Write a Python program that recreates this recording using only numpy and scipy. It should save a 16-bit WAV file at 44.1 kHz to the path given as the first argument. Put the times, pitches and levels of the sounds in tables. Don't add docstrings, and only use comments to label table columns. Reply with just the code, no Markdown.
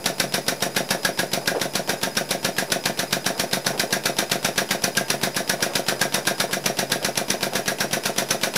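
import sys
import numpy as np
from scipy import signal
from scipy.fft import rfft, irfft
from scipy.io import wavfile

SR = 44100
rng = np.random.default_rng(int(sys.argv[2]) if len(sys.argv) > 2 else 0)


def volts(x):
    e = np.asarray(x, float) / 20
    return 10 ** e


def wav_out(sig):
    wavfile.write(sys.argv[1], SR, np.round(np.clip(np.atleast_2d(sig).T, -1, 1) * 32767).astype(np.int16))


N = 378333
PAD = SR // 5

# f/Hz, level/dB
YARD_COLOUR = [(15, -40), (50, -22), (100, -10), (140, -14), (300, 4), (600, 5.5), (900, -5.5),
               (1800, -8.5), (2500, -8.5), (3200, -17.5), (4500, -11.5), (8400, -15.5), (12200, -17),
               (16000, -18.5)]
# f/Hz, width/Hz, level/dB
HUM = [(141.5, 9.6, -49.5), (206, 66, -48), (895, 57, -53)]
# t/s, peak level/dB, f/Hz
KNOCKS = [(0.979, -32, 450), (1.409, -29, 740), (1.544, -15.5, 486), (1.877, -19.5, 420), (2.679, -28, 347),
          (3.349, -29, 495), (3.727, -21.5, 455), (3.89, -28, 495), (4.411, -56, 339), (5.585, -24, 613),
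          (5.691, -24.5, 552), (5.909, -25, 695), (5.958, -35, 581), (6.143, -22, 713), (6.489, -26, 547),
          (6.891, -25, 250.5), (7.012, -23, 565), (7.519, -23.5, 539), (7.819, -29, 689)]
# t/ms, level/dB
KNOCK_GATE = [(3, -28), (3.5, -19), (8, -3), (29, -3), (49, -11.5), (67, -16)]
# f/Hz, width/Hz, level/dB
INLET_WHISTLES = [(5020, 150, -47), (11000, 260, -53), (6880, 150, -59.5), (9120, 150, -63)]

# stroke number, exhaust opening t/s
PACE = [(0, -0.0831), (3, 0.3387), (6, 0.7631), (11, 1.4741), (14, 1.8915), (18, 2.4454), (21, 2.8552),
        (24, 3.261), (27, 3.6636), (28, 3.7948), (32, 4.3151), (37, 4.969), (41, 5.4942), (45, 6.012),
        (49, 6.5286), (52, 6.9174), (55, 7.3016), (65, 8.5573)]
# t/s, blast level/dB
PRESSURE = [(0, -19), (.7, -18), (1.5, -19.5), (3, -19), (4.2, -17.5), (5.5, -19), (5.9, -17.5), (6.4, -18),
            (6.53, -20.5), (6.7, -18.5), (7.2, -19.5), (8.5, -18)]

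# f/Hz, level/dB, T60/s
TICK_MODES = [(3860, -2.5, 0.0072), (2400, -13, 0.0075), (3300, -4, 0.05), (5090, -12, 0.0063),
              (7970, -9, 0.0068), (11250, -6, .008), (420, -39, 0.023), (912, -10, 0.34), (4800, 2, 0.0077)]
# t/ms, gain
TICK_TOUCHES = [(.75, 1.4)]
# t/ms, level/dB
LEAK_GATE = [(0, -36), (-1, 12), (2, 1), (5, -0.5), (31, 4), (25, -28)]
# f/Hz, level/dB
LEAK_COLOUR = [(120, -28), (200, 3), (814, 0.5), (1360, -6.5), (3080, -2), (3830, -5.5), (5720, -5),
               (6270, -12), (7000, -12.5), (13200, -14), (15600, -23)]

# f/Hz, level/dB, T60/s, direction of first swing
THUD_MODES = [(142, -32.8, 0.12, 1), (191, -39.8, 0.166, -1), (224, -32.4, 0.222, -1),
              (263, -29.4, 0.067, -1), (343, -26.0, 0.071, -1), (403, -31.9, 0.177, 1),
              (426, -31.5, 0.067, -1), (556, -25.8, 0.127, 1), (611, -38.3, 0.296, 1),
              (669, -20.6, 0.112, 1), (738, -31.6, 0.214, -1), (800, -44.8, 0.178, -1),
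              (897, -38.1, 0.073, -1)]
# t/ms, gain
THUD_ECHOES = [(17.9, -.33), (27.0, -.19)]

# t/ms, level/dB
PORT_GATE = [(-2, -40), (3, 1), (13, 0), (25, -9), (42, -18), (60, -40)]
# t/s, level under the blast/dB
SINGS = [(1.05, -2), (1.19, -4), (1.47, -0.5), (2.03, -5.5), (2.58, -3), (2.86, -12), (3.26, -4),
         (3.66, -7), (3.92, -3.5), (4.58, -2), (4.97, -1), (5.49, -6), (6.01, -4), (6.27, -2.5), (6.53, -3),
         (6.92, -3.5), (7.43, -5.5), (7.68, -2), (7.8, -4)]

# f/Hz, level/dB, T60/s, direction of first swing
POP_MODES = [(104, -11.8, 0.018, -1), (165, -2.3, 0.01, 1), (220, -15.2, 0.04, -1), (261, -31.4, 0.138, -1),
             (348, -34.4, 0.108, -1), (411, -19.6, 0.034, -1), (526, -26.5, 0.076, 1),
             (564, -31.4, 0.116, -1), (681, -26.2, 0.07, -1), (770, -39.1, 0.061, 1)]
# t/ms, gain
POP_ECHOES = [(27.1, .17)]
# t/ms, level/dB
BURST_GATE = [(-15, -40), (0, -22), (-1, -5), (5, 4), (6, -3.5), (10, -15.5), (31, -40)]
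# f/Hz, level/dB
BURST_COLOUR = [(410, -39), (700, -6), (1090, -9), (1630, -5.5), (3280, -4.5), (3790, 1), (5170, -3),
                (5660, -9.5), (7340, -9.5), (8700, -11.5), (10600, -13.5), (12500, -11.5), (15600, -40)]
# f at start/Hz, f at end/Hz, width/Hz, level/dB
BURST_PEAKS = [(5640, 5970, 164, 10), (10500, 10100, 410, 5.5), (11600, 10300, 510, -12)]
# t/s, burst edge level/dB, upper port level/dB
ACCENTS = [(.06, 4.5, -6), (.2, 0, 4.5), (.62, -1, 5), (1.19, 2, -2), (2.03, 3, -1.5), (2.17, -2.5, 10),
           (2.72, 1, 7), (3.13, 4, -8), (3.66, -2, 10), (3.92, -2, 7), (4.19, -0.5, 6.5), (4.32, 2, -6),
           (5.49, -1, 9), (6.14, -1, 8.5), (6.27, -2.5, 11), (6.92, 2, 5.5), (7.17, 0.5, 8.5),
           (7.3, 1, 7.5), (7.43, -2, -7), (7.68, 0, 8), (7.8, -3, 10.5), (8.18, 0, 7.5)]
# t/ms, level/dB
BLOWDOWN_GATE = [(-2.5, -42), (2.5, -4), (12.5, -1.5), (24.5, -7.5), (43, -11.5), (56, -16.5), (71, -24),
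                 (108, -33)]
# f/Hz, level/dB
BLOWDOWN_COLOUR = [(120, -34), (200, -4), (346, -7), (716, -2.5), (1240, -6), (1540, 0.5), (2180, -7),
                   (2470, -5.5), (2810, -8.5), (3630, -9), (5230, -7.5), (5720, -7.5), (8090, -14.5),
                   (10100, -12), (15600, -19)]
# f/Hz, width/Hz, level/dB
JET_PEAKS = [(2026, 66, -5), (2380, 145, -5), (3730, 170, 1), (5830, 100, 0), (10150, 130, 0),
             (12040, 260, -13)]
# t/ms, level/dB
CREEP_GATE = [(0, -25), (-5.5, -4), (-4, 3), (-7, 0.5), (21, -23)]
# f/Hz, width/Hz, level under the blast/dB
SQUEAL = [(5635, 86, -18.5), (10380, 330, -22.5)]
# t/ms, level/dB
SQUEAL_GATE = [(8, -30), (22, -9), (38, -1.5), (46, -4), (62, -13), (85, -27)]

FAST_MS, LAG_MS, LAG_SLOPE, LEAD_MS, LEAD_SLOPE = 125.5, 39.9, 0.145, 18.5, -0.2
BLAST_SCATTER_DB = 0.3
THUD_DB, THUD_FOLLOWS, THUD_SCATTER_DB = -23.5, 0.45, 0.4
PORT_HZ, PORT_SCATTER_HZ, TONE_DB, TONE_SCATTER_DB = 1626, 59.4, -10.5, 2
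SINGING_SPREAD = 0.25
SHARP_START_DB, SHARP_END_DB, SHARP_SCATTER_DB = 0.5, -0.5, 0.9
PEAKS_DB, PEAKS_PER_SHARP, PEAKS_SCATTER_DB = 0.5, -2.3, 4.5
DOOR_MS, DOOR_DB, DOOR_CUT_HZ = 24.8, -12, 213


def table(rows):
    return np.array(rows, float).T


def rms_one(x):
    return x / np.sqrt(np.mean(x ** 2) + 1e-20)


def coloured(spectrum, grit_db=0.):
    hz, db = table(spectrum)
    white = rng.standard_normal(N) * volts(grit_db * rng.standard_normal(N))
    axis = np.maximum(np.fft.rfftfreq(N, 1 / SR), 1)
    gain = volts(np.interp(np.log(axis), np.log(hz), db))
    return rms_one(irfft(rfft(white) * gain, N))


def resonance(x, hz, width_hz):
    r = np.exp(-np.pi * width_hz / SR)
    zeros = (1 - r * r) / 2 * np.array([1, 0, -1])
    poles = [1, -2 * r * np.cos(2 * np.pi * hz / SR), r * r]
    return signal.lfilter(zeros, poles, x)


def narrow_noise(lines):
    out = 0
    for hz, width_hz, db in lines:
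        once = resonance(rng.standard_normal(N), hz, width_hz)
        out = out + volts(db) * rms_one(resonance(once, hz, 1.27 * width_hz))
    return out


def repeat(times, dbs, shape, lead=0):
    train = np.zeros(N + 2 * PAD)
    np.add.at(train, np.round(times * SR).astype(int) + PAD - lead, volts(dbs))
    return signal.fftconvolve(train, shape)[PAD:PAD + N]


def gate(times, dbs, points):
    ms, db = table(points)
    steps = np.arange(round(ms[0] * SR / 1000), round(ms[-1] * SR / 1000))
    envelope = volts(np.interp(steps * 1000 / SR, ms, db))
    return repeat(times, dbs, envelope, lead=-steps[0])


def struck(modes, echoes=()):
    hz, db, t60, *swing = table(modes)
    t = np.arange(PAD)[:, None] / SR
    side = np.sign(swing[0]) if swing else (-1) ** np.arange(len(hz))
    decay = volts(db - 60 * t / t60)
    direct = (side * decay * np.sin(2 * np.pi * hz * t)).sum(axis=1)
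    out = direct.copy()
    for ms, gain in echoes:
        lag = round(ms * SR / 1000)
        out[lag:] += gain * direct[:-lag]
    return out


def strokes():
    number, at = table(PACE)
    s = np.interp(np.arange(number[-1] + 1), number, at)
    longer_ms = 1000 * np.gradient(s) - FAST_MS
    lag = (LAG_MS + LAG_SLOPE * longer_ms) / 1000
    lead = (LEAD_MS + LEAD_SLOPE * longer_ms) / 1000
    return s, lag, lead


def per_stroke(values):
    return values[np.searchsorted(strokes()[0] - 0.01, np.arange(N) / SR) - 1]


def nearest_stroke(at):
    return np.abs(strokes()[0][:, None] - at).argmin(axis=0)


def blast_levels():
    s = strokes()[0]
    return np.interp(s, *table(PRESSURE)) + BLAST_SCATTER_DB * rng.standard_normal(len(s))


def yard():
    return volts(-39.0) * coloured(YARD_COLOUR) + narrow_noise(HUM)


def surroundings(x):
    t = np.arange(2 * PAD) / SR
    tail = rng.standard_normal(len(t)) * volts(-60 * t / 0.25) * (t > 0.012)
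    tail = signal.lfilter([1], [1, -0.6], tail)
    return signal.fftconvolve(x, tail / np.sqrt(np.sum(tail ** 2)))[:N]


def distant_knocks():
    out, span = np.zeros(N), PAD // 2
    rattle = rng.standard_normal((len(KNOCKS), span))
    ms, gate_db = table(KNOCK_GATE)
    shape = volts(np.interp(np.arange(span) * 1000 / SR + ms[0], ms, gate_db))
    for (s, db, hz), noise in zip(KNOCKS, rattle):
        broad = rms_one(resonance(resonance(noise, 380, 560), 420, 610))
        body = rms_one(resonance(noise, hz, 130))
        i = round(s * SR)
        out[i:i + span] += volts(db - 9) * shape * (broad + volts(-2.5) * body)
    return out


def inlet():
    s, t = strokes()[0], np.arange(N) / SR
    knots = np.ravel(np.transpose([s, s + 0.012, s + 0.045, s + 0.081]))
    swell_db = np.interp(t, knots, np.tile([2.5, -8, -26, 2.5], len(s)))
    return volts(swell_db - 0.1 - 0.12 * t) * narrow_noise(INLET_WHISTLES)


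def pilot_valve():
    s, _, lead = strokes()
    at, growth_db = s - lead, 0.28 * s
    tick_db = growth_db - 32.5 + rng.normal(0, 0.96, len(s))
    tick = repeat(at, tick_db, struck(TICK_MODES, TICK_TOUCHES))
    leak = gate(at, growth_db - 34.0, LEAK_GATE) * coloured(LEAK_COLOUR, grit_db=-0.5)
    return tick + leak


def piston(blast_db):
    s, lag, _ = strokes()
    follow_db = THUD_FOLLOWS * (blast_db - blast_db.mean())
    thud_db = THUD_DB + follow_db + THUD_SCATTER_DB * rng.standard_normal(len(s))
    return repeat(s + lag, thud_db + 24.3, struck(THUD_MODES, THUD_ECHOES))


def port_tone(blast_db):
    s = strokes()[0]
    tone_db = TONE_DB + TONE_SCATTER_DB * rng.standard_normal(len(s))
    off_hz = PORT_SCATTER_HZ * rng.standard_normal(len(s))
    at, sung_db = table(SINGS)
    singing = nearest_stroke(at)
    tone_db[singing] = sung_db
    off_hz[singing] = SINGING_SPREAD * off_hz[singing]
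    phase = 2 * np.pi * np.cumsum(per_stroke(PORT_HZ + off_hz)) / SR
    steady = np.sqrt(2) * np.sin(phase)
    rough = narrow_noise([(1615, 360, -0.5)])
    return gate(s, blast_db + tone_db - 4.5, PORT_GATE) * (steady + rough)


def burst_air(blast_db):
    s = strokes()[0]
    sharp_db = np.linspace(SHARP_START_DB, SHARP_END_DB, len(s))
    sharp_db = sharp_db + SHARP_SCATTER_DB * rng.standard_normal(len(s))
    peaks_db = PEAKS_DB + PEAKS_PER_SHARP * sharp_db + PEAKS_SCATTER_DB * rng.standard_normal(len(s))
    at, edge_db, upper_db = table(ACCENTS)
    accented = nearest_stroke(at)
    sharp_db[accented], peaks_db[accented] = edge_db, upper_db
    raw = gate(s, blast_db + sharp_db - 0.5, BURST_GATE) * coloured(BURST_COLOUR, grit_db=5.0)
    into_port, burst = raw * volts(per_stroke(peaks_db)), raw
    load = np.arange(N) / N
    for start_hz, end_hz, width_hz, db in BURST_PEAKS:
        early = resonance((1 - load) * into_port, start_hz, width_hz)
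        late = resonance(load * into_port, end_hz, width_hz)
        burst = burst + volts(db) * (early + late)
    return burst


def blow_down(blast_db):
    blow = gate(strokes()[0], blast_db, BLOWDOWN_GATE) * coloured(BLOWDOWN_COLOUR, grit_db=4.0)
    return blow + sum(volts(db) * resonance(blow, hz, width_hz) for hz, width_hz, db in JET_PEAKS)


def exhaust_pop():
    s = strokes()[0]
    pop_db = 0.75 + 0.38 * rng.standard_normal(len(s))
    pop = repeat(s, pop_db, struck(POP_MODES, POP_ECHOES))
    bass = signal.sosfilt(signal.butter(2, DOOR_CUT_HZ, fs=SR, output="sos"), pop)
    return pop + volts(DOOR_DB) * np.roll(bass, round(DOOR_MS * SR / 1000))


def exhaust(blast_db):
    s = strokes()[0]
    blast = volts(-1.0) * (burst_air(blast_db) + blow_down(blast_db))
    creep = gate(s, blast_db - 23 + 0.77 * s, CREEP_GATE) * coloured(BURST_COLOUR)
    squeal = gate(s, blast_db, SQUEAL_GATE) * narrow_noise(SQUEAL)
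    return blast + creep + squeal + exhaust_pop()


def scene():
    blast_db = blast_levels()
    air = exhaust(blast_db) + port_tone(blast_db) + pilot_valve()
    blows = piston(blast_db) + distant_knocks()
    echoes = surroundings(volts(-15.5) * air + volts(-30.0) * blows)
    return (air + blows + echoes + inlet() + yard())[None]


def top_cut(x):
    return signal.sosfilt(signal.butter(12, 16150, fs=SR, output="sos"), x)


def record(dry):
    offset, ceiling = 0.0038, 0.95
    top = signal.ellip(12, 0.5, 75, 15600, fs=SR, output="sos")
    bass = signal.butter(2, 42, "high", fs=SR, output="sos")
    rounded = ceiling * np.tanh(dry / ceiling)
    mix = signal.sosfilt(np.vstack([top, bass]), rounded) + offset
    return top_cut(mix)


dry = scene()
out = record(dry)
wav_out(out)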